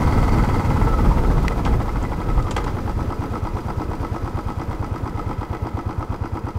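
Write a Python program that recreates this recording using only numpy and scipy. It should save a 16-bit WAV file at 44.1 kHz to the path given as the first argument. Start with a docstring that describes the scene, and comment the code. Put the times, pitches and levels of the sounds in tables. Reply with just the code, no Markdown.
"""On the road, in the rider's seat: a single-cylinder motorcycle rolls off and slows to a thudding idle.
Each engine cycle brings an exhaust thump, frame thuds, piston knocks that ring the crankcase and
ticks from the valve gear. Gear teeth whine down with the revs; on downshifts the lever clicks and
the dogs clunk into the gearbox. Wind and tyre noise fall with road speed, and a faint whistle sinks."""
import sys
import numpy as np
from scipy import signal
from scipy.fft import rfft, irfft, next_fast_len
from scipy.io import wavfile
from scipy.ndimage import map_coordinates

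SR = 44100
rng = np.random.default_rng(int(sys.argv[2]) if len(sys.argv) > 2 else 0)


def unload_wav(signal):
    """Save mono or channel-first audio to the path in sys.argv[1] as 16-bit WAV at rate SR, clipped to [-1, 1]."""
    wavfile.write(
        sys.argv[1],
        SR,
        np.round(np.clip(np.atleast_2d(signal).T, -1, 1) * 32767).astype(np.int16),
    )


N = 290222
TIME_S = np.arange(N) / SR
TOP_HZ = 15750
IDLE_HZ, MAX_CYCLES = 8.6, 80


def amp(db):
    """Decibels to gain."""
    return np.exp(np.log(10) / 20 * np.asarray(db))


def unit(x):
    """Scale to rms 1."""
    return x / np.sqrt(np.mean(x ** 2) + 1e-20)


def curves(rows):
    """One per-sample curve for each column after the time."""
    times_s, *columns = np.transpose(rows)
    return [np.interp(TIME_S, times_s, column) for column in columns]


def wobble(rate_hz):
    """Smooth random curve, rate_hz knots a second."""
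    knots = rng.standard_normal(int(N * rate_hz / SR) + 4)
    return map_coordinates(knots, [TIME_S * rate_hz])


def body(slope, modes=(), size=16384):
    """Minimum-phase impulse response of energy 1: a spectral slope with resonant peaks."""
    hz = np.fft.rfftfreq(size, 1 / SR)
    slope_hz, slope_db = np.transpose(slope)
    gain = amp(np.interp(np.log(hz + 1), np.log(slope_hz), slope_db))
    power = 1 + sum((amp(abs(db)) ** 2 - 1) / (1 + (2 * (hz - centre_hz) / width_hz) ** 2)
                    for centre_hz, width_hz, db in modes)
    cepstrum = irfft(np.log(gain * np.sqrt(power)))
    cepstrum[1:size // 2] *= 2
    cepstrum[size // 2 + 1:] = 0
    response = irfft(np.exp(rfft(cepstrum)))
    return response / np.linalg.norm(response)


def through(x, slope, modes=()):
    """Ring x in a body."""
    return signal.oaconvolve(x, body(slope, modes))[:N]


def noise(spectrum):
    """Coloured noise of rms 1."""
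    return unit(through(rng.standard_normal(N), spectrum))


def whiten(x):
    """Flatten a short sound's spectrum; energy about 1."""
    spectrum = rfft(x, 2 * len(x))
    return irfft(spectrum / np.abs(spectrum))[:len(x)]


def burst(start_s, db, decay_s):
    """One decaying burst of contact noise."""
    t = np.arange(SR // 2) / SR
    out = np.zeros(N)
    out[round(start_s * SR):][:len(t)] = amp(db) * np.exp(-t / decay_s) * rng.standard_normal(len(t))
    return out


def played(hits, sound):
    """Start the same sound at every hit, scaled by its strength."""
    out = np.zeros(N + len(sound))
    for at in np.flatnonzero(hits):
        out[at:at + len(sound)] += hits[at] * sound
    return out[:N]


def throttle(roll_off_s=0.49, closing_s=0.51):
    """Throttle opening, 1 down to 0."""
    return np.clip(1 - (TIME_S - roll_off_s) / closing_s, 0, 1)


def engine_gain(rate_hz, idle_db, doubling_db, open_db):
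    """Gain of a part: idle level, plus a step per doubling of revs, plus a step at open throttle."""
    return amp(idle_db + doubling_db * np.log2(rate_hz / IDLE_HZ) + open_db * throttle())


def strikes(cycle, place, scatter_s, scatter_db):
    """One impulse per cycle at the given place, scattered in time and level."""
    timing, strength = rng.standard_normal((MAX_CYCLES, 2)).T
    at = np.interp(np.arange(MAX_CYCLES) + place, cycle, np.arange(N), left=-SR, right=2 * N)
    at = np.round(at + scatter_s * SR * timing).astype(int)
    heard = (at >= 0) & (at < N)
    return np.bincount(at[heard], amp(scatter_db * strength[heard]), N)


def rattle(cycle, rate_hz, contacts, churn, firm_db, scatter_db, repeat_share=0.6):
    """Metal contacts: each a firm hit and a short, partly repeating rattle, over continuous churn."""
    t = np.arange(SR // 10) / SR
    random_power, repeating = churn ** 2, np.zeros(N)
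    for place, idle_db, doubling_db, open_db, decay_s in contacts:
        gain = engine_gain(rate_hz, idle_db, doubling_db, open_db)
        hits = gain * strikes(cycle, place, scatter_s=0.0002, scatter_db=scatter_db)
        envelope = np.exp(-t / decay_s)
        envelope_norm = np.sqrt(decay_s * SR / 2)
        pattern = np.sqrt(repeat_share) * whiten(envelope * rng.standard_normal(len(t)))
        repeating += envelope_norm * (amp(firm_db) * hits + played(hits, pattern))
        random_power = random_power + (1 - repeat_share) * played(hits ** 2, envelope ** 2)
    return repeating + np.sqrt(random_power) * rng.standard_normal(N)


def pulses(cycle, rows):
    """Low pressure pulses that swell and die within a few swings."""
    t = np.arange(SR // 8) / SR
    out = np.zeros(N)
    for place, hz, swell_s, db, scatter_s in rows:
        envelope = (t / swell_s * np.exp(1 - t / swell_s)) ** 1.78
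        hits = strikes(cycle, place, scatter_s, scatter_db=0.6)
        out += played(hits, amp(db) * envelope * np.sin(2 * np.pi * hz * t))
    return out


def whistle(speed, still_hz=12900, fast_hz=14350):
    """A faint, fuzzy whistle comes and goes, sinking with road speed."""
    hz = still_hz + (fast_hz - still_hz) * speed
    envelope = amp(-71.5 + 2.5 * wobble(7)) * wobble(250)
    return envelope * np.sin(2 * np.pi * np.cumsum(hz + 60 * wobble(60)) / SR)


# Gusts: (time [s], Gaussian sigma [s], rise [dB])
GUSTS = [(.355, 0.15, -1.5), (0.883, .03, 2), (1.095, 0.062, 4), (1.335, 0.084, 5.5), (1.743, 0.045, 4.5),
         (1.947, 0.03, 5), (2.384, 0.06, 7), (2.66, 0.032, 4), (2.793, 0.026, 3), (2.955, 0.041, 4.5)]
# Riding noise spectra: (frequency [Hz], density [dB])
BUFFET_SPECTRUM = [(8, -22.5), (22, 0), (38, 1.5), (55, 0), (80, -14), (170, -19.5), (300, -35), (800, -70),
                   (3000, -100)]
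FLUTTER_SPECTRUM = [(25, -28), (55, -1), (75, -1.5), (115, -1), (170, -9), (300, -18.5), (800, -59.5),
                    (3000, -99)]
RUSH_SPECTRUM = [(40, -16), (120, -5), (180, -0.5), (260, -0.5), (380, -6.5), (470, -5), (650, -14.5),
                 (1200, -18), (2500, -33), (6000, -48.5)]
HISS_SPECTRUM = [(500, 19), (2500, 9), (5000, 7.5), (7000, 4), (10000, -1.5), (12000, -3), (13000, -2),
                 (14400, -6.5), (15700, -16)]


def wind(speed):
    """Lumpy buffeting, quicker flutter, the rush of air and tyres and a fine hiss fall with speed."""
    halvings = -np.log2(speed)
    eddies = wobble(22.06)
    gust_db = sum(db * np.exp(-0.5 * ((TIME_S - at_s) / sigma_s) ** 2) for at_s, sigma_s, db in GUSTS)
    buffet = unit(amp(1.5 * eddies) * noise(BUFFET_SPECTRUM))
    flutter = unit(amp(1.5 * eddies) * noise(FLUTTER_SPECTRUM))
    rush = unit(amp(1.02 * eddies + wobble(40)) * noise(RUSH_SPECTRUM))
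    hiss = amp(1.5 * wobble(90)) * noise(HISS_SPECTRUM)
    return (amp(-20 - 13 * halvings + gust_db) * buffet
            + amp(-22.5 - 16.5 * halvings + gust_db) * flutter
            + amp(-25.5 - 7.1 * halvings) * rush
            + amp(-43 - 8.1 * halvings) * hiss)


# Lever and selector clicks: (time [s], level [dB], decay [s], centre [Hz], width [octaves])
LEVER_CLICKS = [(1.482, -20, 0.0018, 5500, 3.9), (1.65, -26, 0.0082, 4480, 1.4),
                (2.025, -27.5, 0.0063, 6740, 0.44), (2.425, -33, 0.0049, 6070, 1.7),
                (2.509, -22.5, 0.0096, 5700, 1.5), (2.565, -26.5, 0.01, 3820, 3.2),
                (2.643, -30, 0.0046, 5600, 2)]
# Lever response: (frequency [Hz], gain [dB])
LEVER_SLOPE = [(1000, 4), (2200, 18), (4500, 0), (7500, 3), (10000, -7), (16000, -12)]


def gear_lever():
    """Lever and selector contacts click brightly."""
    clicks = np.zeros(N)
    for start_s, db, decay_s, hz, octaves in LEVER_CLICKS:
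        edge_ratio = 2 ** (octaves / 2)
        edges_hz = np.minimum([hz / edge_ratio, hz * edge_ratio], TOP_HZ)
        band = signal.butter(2, edges_hz, "band", fs=SR, output="sos")
        span = slice(round(start_s * SR), round(start_s * SR) + SR // 10)
        clicks[span] += signal.sosfilt(band, burst(start_s, db, decay_s)[span])
    return through(clicks, LEVER_SLOPE)


# Modes of the lever's first snap: (frequency [Hz], level [dB], decay [s])
SNAP_MODES = [(2040, -14, 0.0019), (2500, -14, 0.00072), (4200, -24, 0.00097)]


def lever_snap(start_s=1.4815):
    """A small steel part snaps over and rings briefly."""
    t = np.maximum(TIME_S - start_s, 0)
    return sum(amp(db) * np.exp(-t / decay_s) * np.sin(2 * np.pi * hz * t)
               for hz, db, decay_s in SNAP_MODES)


# Dog impacts: (time [s], level [dB], decay [s])
DOG_CLUNKS = [(1.658, -22, 0.028), (1.675, -19, .005), (2.51, -20.5, 0.0063), (2.565, -11, 0.0042),
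              (2.578, -17.5, 0.011), (2.6, -28.5, 0.031), (2.641, -24, 0.0081), (2.67, -26.5, 0.037)]
# Gearbox response: (frequency [Hz], gain [dB])
GEARBOX_SLOPE = [(80, 7), (300, 1), (500, -5), (700, -2.5), (1000, -0.5), (1500, -7), (2500, -18),
                 (5000, -21), (16000, -46)]
# Gearbox resonances: (frequency [Hz], width [Hz], peak [dB])
GEARBOX_MODES = [(479, 38, 13.5), (844, 30, 13), (1245, 35, 10), (1580, 33, 7), (2040, 49, 12),
                 (3260, 110, 7.5)]


def gear_dogs():
    """The dogs drop in and ring the gearbox."""
    clunks = sum(burst(start_s, db, decay_s) for start_s, db, decay_s in DOG_CLUNKS)
    return through(clunks, GEARBOX_SLOPE, GEARBOX_MODES)


# Mesh tones: (order [x firing rate], level [dB], loudest firing rate [Hz], spread [Hz])
GEAR_MESH = [(50.4, -35, 17.7, 1), (58.4, -33.5, 15.7, 0.76), (75.6, -30.5, 17.1, 0.59),
             (76, -40, 14.7, 0.27), (79, -43.5, 19.2, .6), (113, -37, 11.1, 0.49)]


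def gear_whine(cycle, rate_hz):
    """Rough mesh tones sink with the crank, each over its own range of revs."""
    out = np.zeros(N)
    for order, db, loudest_hz, spread_hz in GEAR_MESH:
        swell = np.exp(-0.5 * ((rate_hz - loudest_hz) / spread_hz) ** 2)
        jitter_rad = 0.5 * wobble(35) + 0.35 * wobble(220)
        out += amp(db + 2.6 * wobble(130)) * swell * np.sin(2 * np.pi * order * cycle + jitter_rad)
    # teeth press hardest on the power stroke
    return out * amp(4.5 * np.cos(2 * np.pi * (cycle - 0.42)))


# Small ringing parts: (place [cycles], frequency [Hz], level [dB], decay [s])
PART_RINGS = [(.0, 2475, -49.5, 0.0094), (.165, 9700, -55, .0035), (.272, 1430, -34, .004),
              (.425, 5530, -51, 0.0032), (.425, 8150, -55, .004), (.45, 5160, -55, .011),
              (.465, 1296, -34, 0.017), (.47, 2162, -43, 0.0056), (.6, 4880, -53.5, .007),
              (.6, 12900, -60, .004)]


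def small_parts(cycle, pitch_scatter=0.012, wander_rad=0.51):
    """Struck tappets, valve seats and covers ring, slightly off pitch from hit to hit."""
    t = np.arange(SR // 12) / SR
    out = np.zeros(N + len(t))
    wander = np.pad(wander_rad * wobble(450), (0, len(t)))
    for place, hz, db, decay_s in PART_RINGS:
        hits = strikes(cycle, place, scatter_s=0.0002, scatter_db=2)
        detunes = pitch_scatter * rng.standard_normal(MAX_CYCLES)
        for at, detune in zip(np.flatnonzero(hits), detunes):
            span = slice(at, at + len(t))
            phase = 2 * np.pi * hz * (1 + detune) * t + wander[span] - wander[at]
            out[span] += amp(db) * hits[at] * np.exp(-t / decay_s) * np.sin(phase)
    return out[:N]


# Valve contacts: (place [cycles], idle [dB], per rev doubling [dB], open throttle [dB], decay [s])
TAPPET_TICKS = [(.05, -7.5, -2.5, 8, .005), (.172, -3.5, 0, -2, 0.003), (0.281, -6, -1, -3, 0.0064),
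                (.425, -2, -7, 3, 0.011), (.61, -5, -5.5, -1, 0.01)]
SPRING_TICKS = [(.166, -2, -3, -3, 0.0048), (.295, -2.5, -1, 5, 0.0033), (.428, -2, -4, 8, 0.004),
                (.61, -2, -8, -6, .005), (.73, -8, 3, 4, .004)]
# Part responses: (frequency [Hz], gain [dB])
TAPPET_SLOPE = [(2500, -44), (4000, -7.5), (4850, -2), (5400, -7.5), (6000, -3), (7200, -17), (8300, -13),
                (9500, -19), (16000, -32)]
SPRING_SLOPE = [(3500, -30), (5400, -2), (6800, 0), (8300, -3.5), (10200, -4.5), (13000, -5), (16000, -22)]
FIN_SLOPE = [(3500, -40), (4400, -10), (4545, 6), (4700, -38), (5600, -32)]
# Part resonances: (frequency [Hz], width [Hz], peak [dB, sign ignored])
TAPPET_MODES = [(4100, 90, 6), (4810, 100, 10.5), (4990, 70, 7), (5220, 60, -2), (5720, 110, 6.5),
                (6040, 120, 5)]
SPRING_MODES = [(6900, 130, 7), (7100, 130, -2), (7830, 170, 8), (8220, 110, 10), (8420, 70, 6),
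                (8620, 110, 12), (9650, 200, 1), (10200, 200, 7), (12750, 400, 6)]


def valves(cycle, rate_hz):
    """Tappets tick, springs add a bright edge, and under load the cooling fins ring along."""
    ticks = rattle(cycle, rate_hz, TAPPET_TICKS, churn=amp(-18), firm_db=-11, scatter_db=1.2)
    zings = rattle(cycle, rate_hz, SPRING_TICKS, churn=amp(-25), firm_db=-13, scatter_db=1.5)
    tappets = unit(through(ticks, TAPPET_SLOPE, TAPPET_MODES))
    springs = unit(through(zings, SPRING_SLOPE, SPRING_MODES))
    fins = unit(through(ticks, FIN_SLOPE))
    return (engine_gain(rate_hz, idle_db=-59.5, doubling_db=-1.3, open_db=6.4) * tappets
            + engine_gain(rate_hz, idle_db=-66.5, doubling_db=1.5, open_db=2.7) * springs
            + engine_gain(rate_hz, idle_db=-77, doubling_db=9, open_db=12) * fins)


# Pushrod contacts: (place [cycles], idle [dB], per rev doubling [dB], open throttle [dB], decay [s])
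ROD_CLICKS = [(.01, -14.5, -16, 8, 0.017), (.275, -5.5, 3, -1, 0.014), (.603, -5, -9, 3, 0.0036)]
# Pushrod response: (frequency [Hz], gain [dB])
ROD_SLOPE = [(1200, -24.5), (2300, 0.5), (2950, -6), (3600, -5.5), (4400, -2.5), (7000, -20)]
# Pushrod resonances: (frequency [Hz], width [Hz], peak [dB])
ROD_MODES = [(2510, 60, 12.4), (2730, 50, 6.5), (2860, 45, 6.7), (3220, 100, 11.6), (3370, 70, 8.4),
             (3530, 70, 5)]


def pushrods(cycle, rate_hz):
    """The pushrods take up their slack with a dry, hard click."""
    clicks = rattle(cycle, rate_hz, ROD_CLICKS, churn=amp(-22), firm_db=-8, scatter_db=1.2)
    gain = engine_gain(rate_hz, idle_db=-57, doubling_db=2, open_db=1.5)
    return gain * unit(through(clicks, ROD_SLOPE, ROD_MODES))


# Head contacts: (place [cycles], idle [dB], per rev doubling [dB], open throttle [dB], decay [s])
HEAD_CLACKS = [(.05, -10, -7, 11, 0.0027), (.27, -4.5, 4, 7, 0.003), (.421, 3.5, 3.5, -11, 0.0032),
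               (.492, -2, 7, -2, 0.0047), (.585, -3.5, -2, 11, 0.003), (0.802, -20, -1, 14, 0.0025)]
# Head response: (frequency [Hz], gain [dB])
HEAD_SLOPE = [(300, -15), (1300, 4.5), (2100, 5), (2900, -8.5), (4000, -10), (5200, -20), (7000, -9.5),
              (10000, -21.5), (16000, -27)]
# Head resonances: (frequency [Hz], width [Hz], peak [dB])
HEAD_MODES = [(1906, 51, 5.3), (2003, 37, 16.1), (2103, 53, 14.6), (2280, 45, 7.6), (2500, 50, 3.6),
              (3270, 180, 8.9)]


def cylinder_head(cycle, rate_hz, churn):
    """Metal clacks ring the cylinder head."""
    clacks = rattle(cycle, rate_hz, HEAD_CLACKS, churn, firm_db=-8, scatter_db=0.5)
    gain = engine_gain(rate_hz, idle_db=-49.5, doubling_db=3.3, open_db=2.7)
    return gain * unit(through(clacks, HEAD_SLOPE, HEAD_MODES))


def chatter(cycle, rate_hz, start_hz=477, end_hz=1325, length_s=0.0135):
    """After each firing a loose contact chatters ever faster: a short rising chirp."""
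    t = np.arange(int(length_s * SR)) / SR
    chirp = np.sin(np.pi * t / length_s) * signal.chirp(t, start_hz, length_s, end_hz)
    hits = strikes(cycle, place=0.252, scatter_s=0.0003, scatter_db=1)
    return engine_gain(rate_hz, idle_db=-26.5, doubling_db=0.72, open_db=2.8) * played(hits, chirp)


# Piston, crank blows: (place [cycles], idle [dB], per rev doubling [dB], open throttle [dB], decay [s])
PISTON_KNOCKS = [(.0, -12, 8.5, -4, 0.0047), (.115, -9, -2, -2, 0.0059), (0.181, -11, -2, 1, .007),
                 (.275, -4, 4, 1.5, 0.0053), (0.345, -3.5, -2.5, -2, 0.006), (.448, 1.5, -6.5, 1, 0.0055),
                 (0.528, -11.5, 2, 1, 0.0051), (.65, -14.5, 1, 6, .005)]
# Crankcase and fin response: (frequency [Hz], gain [dB])
CASE_SLOPE = [(60, -25), (190, -17.5), (310, -2), (390, -7.5), (480, -0.5), (620, -6), (950, -1.5),
              (1350, -6), (1700, -17.5), (2500, -22.5), (4000, -32.5), (9000, -55), (16000, -51)]
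# Crankcase and fin resonances: (frequency [Hz], width [Hz], peak [dB])
CASE_MODES = [(258, 30, 6), (335, 40, 4), (443, 34, 9.5), (530, 60, 3), (712, 28, 10), (765, 22, 5),
              (840, 40, 10.5), (903, 26, 6), (975, 55, 9), (1115, 35, 4), (1292, 55, 12), (1497, 18, 8),
              (1640, 30, 6), (1995, 45, 8)]


def crankcase(cycle, rate_hz, churn, rebound_lag_cycles=0.05, rebound_decay_s=0.0017):
    """Piston and crank blows, each with a loose, uneven rebound, ring the case."""
    t = np.arange(SR // 50) / SR
    blows = unit(rattle(cycle, rate_hz, PISTON_KNOCKS, churn, firm_db=-5, scatter_db=0.8))
    late_hits = sum(amp(db) * strikes(cycle, place + rebound_lag_cycles, scatter_s=0.004, scatter_db=4.5)
                    for place, db, *_ in PISTON_KNOCKS)
    rebounds = unit(played(late_hits, np.exp(-t / rebound_decay_s)) * rng.standard_normal(N))
    gain = engine_gain(rate_hz, idle_db=-34, doubling_db=0.23, open_db=0.34)
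    return gain * unit(through(blows + amp(-13.5) * rebounds, CASE_SLOPE, CASE_MODES))


# Frame thuds: (place [cycles], frequency [Hz], swell [s], level [dB], scatter [s])
FRAME_THUDS = [(.328, 303, 0.0043, -10, 0.00039), (0.6, 55, 0.0018, -9, 0.00049),
               (.47, 331, 0.0076, -15.5, 0.00057), (.268, 117, 0.01, -12.5, 0.00036)]


def frame(cycle, rate_hz):
    """The frame thuds after each firing."""
    return engine_gain(rate_hz, idle_db=-13.5, doubling_db=-8, open_db=7.3) * pulses(cycle, FRAME_THUDS)


# Exhaust pulses: (place [cycles], frequency [Hz], swell [s], level [dB], scatter [s])
EXHAUST_PUFFS = [(0.01, 90.6, 0.0093, -2, 0.00012), (.064, 204, 0.003, -14.5, 0.00013),
                 (0.03, 37, 0.016, -14.5, .0005)]
EXHAUST_BARKS = [(.0, 205, 0.0043, -16.5, 0.00015), (.2, 129, 0.0082, -22, 0.00036),
                 (.3, 38.3, 0.015, -17, .0005)]


def exhaust(cycle, rate_hz):
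    """Each firing thumps, and barks under throttle; with it shut, faster cycles draw less charge."""
    gain = engine_gain(rate_hz, idle_db=-14, doubling_db=-6.5, open_db=10.8)
    return gain * pulses(cycle, EXHAUST_PUFFS) + throttle() * pulses(cycle, EXHAUST_BARKS)


# Revs: (time [s], firing rate [Hz])
FIRING_RATE = [(0.0, 19.27), (0.5, 19.08), (0.9, 17.43), (1.2, 15.45), (1.6, 13.76), (2.0, 12.55),
               (2.35, 11.3), (2.7, 9.53), (3.0, 8.73), (3.3, 8.6), (3.9, 8.675), (4.5, 8.87), (5.1, 8.546),
               (5.7, 8.277), (6.2, 8.744), (6.58, 8.635)]
# Clatter swells: (time [s], head [dB], valve gear [dB], crankcase [dB])
CLATTER_SWELLS = [(1.5, -1, 1.5, 1), (2.2, 1, -1.5, -0.5), (2.8, -1, -0.5, -1.5), (3.4, 1, 1, 0.5),
                  (4.2, -1, 0, .5), (4.95, -0.5, -0.5, -0.5), (5.3, 4.5, -1.5, 0), (5.7, 3, -3.5, 1),
                  (6.0, -3, -1.5, -1), (6.58, -1, -2, -1.5)]


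def engine(recovery_s=0.39):
    """One crank times every part; firings regain strength a moment after the revs drop."""
    rate_hz, = curves(FIRING_RATE)
    head_db, valve_db, case_db = curves(CLATTER_SWELLS)
    cycle = np.cumsum(rate_hz) / SR - 0.113
    lagged_hz = np.interp(TIME_S - recovery_s, TIME_S, rate_hz)
    churn = engine_gain(rate_hz, idle_db=-15.5, doubling_db=0.54, open_db=7.6)
    thumps = exhaust(cycle, lagged_hz) + frame(cycle, lagged_hz)
    knocks = amp(case_db) * crankcase(cycle, rate_hz, churn) + chatter(cycle, rate_hz)
    clacks = amp(head_db) * cylinder_head(cycle, rate_hz, churn)
    whine = gear_whine(cycle, rate_hz)
    ticks = pushrods(cycle, rate_hz) + amp(valve_db) * (valves(cycle, rate_hz) + small_parts(cycle))
    return thumps + knocks + clacks + whine + ticks


# Road speed: (time [s], speed [share of starting speed])
ROAD_SPEED = [(0, 1), (1.3, 0.92), (1.55, 0.79), (2.2, 0.67), (2.95, 0.63), (3.5, 0.53), (4.4, 0.5),
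              (5.6, 0.37), (6.58, 0.34)]


def scene():
    """Engine, gearshifts and wind at the rider's chest, mono."""
    speed, = curves(ROAD_SPEED)
    machine = engine() + gear_lever() + gear_dogs() + lever_snap()
    return (machine + wind(speed) + whistle(speed))[None]


def record(dry):
    """Brick-wall low-pass at TOP_HZ."""
    size = next_fast_len(N + SR // 2)
    passband = np.fft.rfftfreq(size, 1 / SR) < TOP_HZ
    return irfft(rfft(dry, size) * passband, size)[..., :N]


dry = scene()
out = record(dry)
unload_wav(out)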